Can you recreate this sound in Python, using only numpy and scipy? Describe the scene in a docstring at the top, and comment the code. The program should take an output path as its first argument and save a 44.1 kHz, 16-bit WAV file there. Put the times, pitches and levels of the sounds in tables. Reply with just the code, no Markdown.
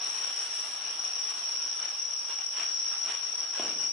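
"""Open ground at night: a flare burns with a steady hiss that thins out, surges in short bursts and pops once.
The flare is fluttering noise with crackle in its surges; its hiss comes back as echoes and scatter from the trees.
The pop is one short knock with a bounce off the ground and a long, darkening roll.
A cricket trills close on the left with tones that sag in pitch; farther off, neighbours trill over a wash
of filtered noise that stands for many more, and a very faint insect whine lies on top."""
import sys
import numpy as np
from scipy import signal
from scipy.fft import rfft, irfft
from scipy.io import wavfile

SR = 44100
rng = np.random.default_rng(int(sys.argv[2]) if len(sys.argv) > 2 else 0)


def dump(signal):
    """Clip the signal to [-1, 1] and save it as 16-bit WAV at the path in sys.argv[1]."""
    limited = np.clip(np.atleast_2d(signal).T, -1, 1)
    pcm = np.round(limited * 32767).astype(np.int16)
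    wavfile.write(sys.argv[1], SR, pcm)


N = 172872
T = np.arange(N) / SR  # time [s]

# Spectrum of the flame's surges and crackle: (frequency [Hz], relative density [dB])
SURGE_SPECTRUM = [(30, -52), (120, -24), (300, -9.5), (700, -2.5), (1400, 0), (2050, -5.5), (2900, 1),
                  (4200, -9.5), (6500, -15.5), (9500, -20.5), (11000, -20), (11600, -62), (15000, -44)]

STROKE_S = 0.023  # length of one cricket wing stroke


def amp(db):
    """Turns decibels into a gain."""
    return 10 ** (np.asarray(db) / 20)


def unit(x):
    """Scales a sound to rms 1."""
    return x / np.sqrt(np.mean(x ** 2) + 1e-20)


def read(points, hz):
    """Reads a spectrum in dB, interpolated along a log-frequency axis."""
    f, db = np.transpose(points)
    return np.interp(np.log(hz + 1), np.log(f + 1), db)


def colour(x, points):
    """Filters a sound by a spectrum, leaving its phases alone."""
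    n = x.shape[-1]
    gain = amp(read(points, np.fft.rfftfreq(n, 1 / SR)))
    return irfft(rfft(x) * gain, n)


def drift(rate_hz):
    """Slow random motion of rms 1: noise kept below about rate_hz."""
    hz = np.fft.rfftfreq(N, 1 / SR)
    lowpass = (hz > 0) * np.exp(-(hz / rate_hz) ** 2)
    return unit(irfft(rfft(rng.standard_normal(N)) * lowpass, N))


def add(mix, s, sound):
    """Mixes a sound in at a time in seconds."""
    part = mix[..., max(round(s * SR), 0):][..., :sound.shape[-1]]
    part += sound[..., :part.shape[-1]]


def tail(t60):
    """A dying cloud of reflections: separate noise for each ear, of energy 1, falling 60 dB in t60 seconds."""
    t = T[:SR]
    onset = 1 - np.exp(-t / 0.0032)
    cloud = rng.standard_normal((2, SR)) * amp(-60 * t / t60) * onset
    return unit(cloud) / np.sqrt(SR)


def through(x, response):
    """Carries a mono sound to the two ears by convolution with a stereo response."""
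    return signal.fftconvolve(x[None], response, axes=1)[:, :N]


def whine():
    """A faint, very high insect whine: a narrow band of noise, separate in each ear."""
    centre_hz, width_hz, level_db = 13420, 170, -77
    hz = np.fft.rfftfreq(N, 1 / SR)
    band = np.exp(-((hz - centre_hz) / width_hz) ** 2 / 2)
    return amp(level_db) * unit(irfft(rfft(rng.standard_normal((2, N))) * band, N))


def stroke(top_hz):
    """One cricket wing stroke: a tone that swells to a sharp crest, then sags in pitch as it fades."""
    sag_hz, sag_power, edge_s = 240, 4, 0.0032
    u = np.arange(0, 1, 1 / (STROKE_S * SR))  # progress through the stroke, 0 to 1
    hz = top_hz - sag_hz * u ** sag_power
    arch = np.sin(np.pi * u) ** .5
    crest = 1 / np.hypot(1, (u - .5) * STROKE_S / edge_s)
    return arch * crest * np.sin(2 * np.pi * (np.cumsum(hz) / SR + rng.random()))


def far_crickets(wander_hz=14, swell_db=1.1):
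    """A few neighbours trill with a pulsing level, blurred by distance, over a noise wash of many more."""
    # Spectrum of the many: (frequency [Hz], relative density [dB])
    chorus_spectrum = [(4400, -42), (4900, -13.5), (5250, -2.5), (5450, 2.5), (5600, 7.5), (5800, 6),
                       (5920, -3.5), (6050, -24), (6300, -63), (8000, -90)]
    # Neighbouring crickets: (top pitch [Hz], stroke rate [1/s], relative level [dB])
    neighbours = [(5605, 33.5, -31), (5715, 37.5, -38.5), (5620, 35.5, -36.5)]
    # Swell of all the far crickets: (time [s], gain [dB])
    chorus_swell = [(0, -0.5), (.15, 0), (.4, -0.5), (.5, 0), (.7, -2.5), (.9, 0), (1.25, .5), (1.37, -1.5),
                    (1.47, 2.5), (2.12, -2), (2.24, -0.5), (2.4, 1), (2.7, 1), (3.06, 1.5), (3.17, -2),
                    (3.35, 0), (3.56, -0.5), (3.78, 1)]
    wash_db, left_db = -35.5, 0.83

    out = np.array([unit(colour(rng.standard_normal(N), chorus_spectrum)) for _ in range(2)])
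    out *= amp(wash_db + swell_db * drift(10.0))
    for hz, rate, db in neighbours:
        song = np.zeros(N)
        for s in np.arange(0, N / SR, 1 / rate):
            add(song, s, stroke(hz + wander_hz * rng.standard_normal()))
        phase = 2 * np.pi * (3.2 * T + rng.random()) + .5 * drift(1.5)
        pulsing = np.clip(1.51 + np.sin(phase), 0, 1)  # dips to about half, some 3 times a second
        out += amp(db) * through(song * pulsing, tail(t60=0.13))
    balance = amp([[left_db], [-left_db]])
    return out * amp(np.interp(T, *np.transpose(chorus_swell))) * balance


def near_cricket(uneven_db=0.73, wander_hz=10):
    """Runs of evenly paced wing strokes, mostly on the left: the direct sound plus a short scatter."""
    # Trills: (middle of first stroke [s], length [s], stroke rate [1/s], relative level [dB])
    trills = [(0.015, .28, 34.5, -27), (0.3383, .12, 37, -31.5), (0.5167, .1, 36, -29.5),
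              (.738, .18, 35.6, -29.5), (0.995, .32, 35.5, -27.5), (1.4433, .27, 38.7, -30),
              (1.772, .155, 35.4, -26.5), (1.9993, .21, 35.75, -25.5), (2.335, .145, 37.95, -27.5),
              (2.5707, .08, 31, -26), (2.663, .235, 36.1, -26), (2.9843, .205, 36.8, -26),
              (3.214, .235, 36.3, -26), (3.509, .19, 31.8, -27.5), (3.788, .125, 37.4, -24.5)]
    top_hz = 5730

    song = np.zeros(N)
    for start, length, rate, db in trills:
        for s in np.arange(0, length, 1 / rate):
            size_db = db + uneven_db * rng.standard_normal()
            tone = stroke(top_hz + wander_hz * rng.standard_normal())
            add(song, start + s - STROKE_S / 2, amp(size_db) * tone)
    paths = tail(t60=0.11) * amp([[-12], [-7]])
    paths[:, 0] += [1.25, .25]  # direct sound, left and right
    return through(song, paths)


def pop():
    """A pocket of gas bursts with a dull knock that bounces off the ground and rolls among the trees, darkening."""
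    # Spectrum of the knock: (frequency [Hz], relative level [dB])
    knock_spectrum = [(30, -42), (80, -31), (150, -10.5), (280, -1), (500, -3), (760, 0), (1050, -16),
                      (2000, -31), (8000, -69)]
    pop_s, direct_db, roll_db = 3.5977, -10.5, -8.5
    bounce_delay_s, bounce_gain = 0.0029, 0.46  # gain relative to the direct knock
    split_hz, lower_t60_s, upper_t60_s, upper_db = 490, 1.4, 0.75, -3.5

    # Minimum phase packs the knock's energy at its start.
    size = 4096
    log_gain = np.log(amp(read(knock_spectrum, abs(np.fft.fftfreq(size, 1 / SR)))))
    knock = np.fft.ifft(np.exp(np.conj(signal.hilbert(log_gain)))).real

    # The upper part of the roll dies sooner than the bass.
    bass = 1 / (1 + (np.fft.rfftfreq(SR, 1 / SR) / split_hz) ** 4)  # share of power
    lower = rfft(tail(lower_t60_s)) * np.sqrt(bass)
    upper = rfft(tail(upper_t60_s)) * np.sqrt(1 - bass) * amp(upper_db)
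    roll = irfft(lower + upper, SR)
    roll[:, SR // 2:] = 0

    paths = amp(roll_db) * (1.07 * roll + 0.69 * roll[::-1])  # each ear also gets the other's roll
    paths[:, 0] += amp(direct_db)
    add(paths, bounce_delay_s, np.full((2, 1), bounce_gain * amp(direct_db)))
    out = np.zeros((2, N))
    add(out, pop_s, through(knock / np.linalg.norm(knock), paths))
    return out


def gas(spectrum, flutter_db, flutter_hz):
    """Turbulent gas: coloured noise whose level flutters at random, of rms 1."""
    noise = colour(rng.standard_normal(N), spectrum)
    return unit(noise * amp(flutter_db * drift(flutter_hz)))


def crackle():
    """Tiny bursts of burning grains: random clicks of either sign, a few much louder than the rest."""
    grains_per_s, spread_db = 1000, 4
    size = amp(spread_db * np.minimum(rng.exponential(1, N), 4)) * rng.choice([-1, 1], N)
    struck = rng.random(N) < grains_per_s / SR
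    return unit(colour(size * struck, SURGE_SPECTRUM))


def flare(gust_db=.5):
    """Roar, fizz and surges leave one point and arrive directly, as echoes, and as scatter shifting in the hot air."""
    # Steady burn: (time [s], relative roar level [dB], relative fizz level [dB])
    burn = [(0, -43.5, -52.5), (.3, -43, -49), (0.498, -44.5, -50.5), (0.701, -44.5, -50.5),
            (.82, -44.5, -55), (1.2, -45.5, -56), (1.36, -45.5, -53.5), (1.5, -46, -56), (1.75, -47, -57),
            (1.98, -47.5, -57.5), (2.2, -50.5, -60), (2.8, -48.5, -58), (3.22, -46.5, -56.5),
            (3.34, -48, -58.5), (3.45, -46, -59), (3.51, -49, -60.5), (3.82, -50.5, -57.5),
            (3.92, -55.5, -62)]
    # Surges of the flame: (peak time [s], time from peak to 0.42 of its height [s], relative level [dB])
    surges = [(1.83, 0.047, -45.5), (2.305, 0.033, -44.5), (2.402, 0.028, -47.5), (2.599, 0.051, -40),
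              (2.928, 0.036, -44), (3.103, 0.047, -39.5), (3.594, 0.048, -38), (3.7, .05, -47),
              (3.819, 0.041, -46)]
    # Spectra of the roar and the fizz: (frequency [Hz], relative density [dB])
    roar_spectrum = [(25, -50), (70, -44), (125, -21), (240, -9.5), (550, -2.5), (800, 0), (1400, 0),
                     (2050, -6), (3000, 1.5), (4200, -5.5), (6500, -14), (11000, -82), (15000, -68)]
    fizz_spectrum = [(60, -68), (1000, -2), (4000, -2), (6400, -6.5), (7400, 2), (8600, -1.5), (9500, 7),
                     (10200, -2), (11050, 0.5), (11500, -89), (14500, -23)]
    # Early reflections: (delay [s], left gain [ratio], right gain [ratio])
    echoes = [(.0187, .24, .03), (.0213, 0.1, .04), (0.0242, .03, 0.15)]
    # Colour of the scatter from the trees: (frequency [Hz], relative gain [dB])
    scatter_colour = [(100, -18), (300, -6.5), (700, -4.5), (1500, 0.5), (3000, 2.5), (10000, 0.5)]

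    s, roar_db, fizz_db = np.transpose(burn)
    jet = gas(roar_spectrum, flutter_db=1.0, flutter_hz=50.7) * amp(np.interp(T, s, roar_db))
    jet += gas(fizz_spectrum, flutter_db=3.0, flutter_hz=88.5) * amp(np.interp(T, s, fizz_db))
    surge = sum(amp(db) * np.exp(-.87 * ((T - at) / width) ** 2) for at, width, db in surges)
    rush = .85 * gas(SURGE_SPECTRUM, flutter_db=3.5, flutter_hz=119)
    jet += (rush + amp(-3) * crackle()) * surge
    jet *= amp(gust_db * drift(25))

    paths = np.zeros((2, SR // 10))
    paths[:, 0] = [.78, .92]  # direct sound, left and right
    for delay, left, right in echoes:
        add(paths, delay, np.array([[left], [right]]))

    # Six clouds of scatter trade shares of the jet while their total power holds.
    shares = np.array([drift(9.7) for _ in range(6)])
    shares /= np.linalg.norm(shares, axis=0)
    clouds = sum(through(jet * share, tail(t60=0.28)) for share in shares)
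    scatter = colour(clouds, scatter_colour)
    return (through(jet, paths) + scatter) * amp([[-1.2], [-2.8]])


def scene():
    """The flare among the insects, from the farthest layer to the main source."""
    return whine() + far_crickets() + near_cricket() + pop() + flare()


def record(dry):
    """The recorder's bass cut and band limit."""
    low_cut_hz, top_hz = 69, 15000
    thinned = signal.sosfilt(signal.butter(2, low_cut_hz, "highpass", fs=SR, output="sos"), dry)
    band_limit = signal.firwin(511, top_hz, window=("kaiser", 9), fs=SR)
    return signal.oaconvolve(thinned, band_limit[None], "same")


dry = scene()
out = record(dry)
dump(out)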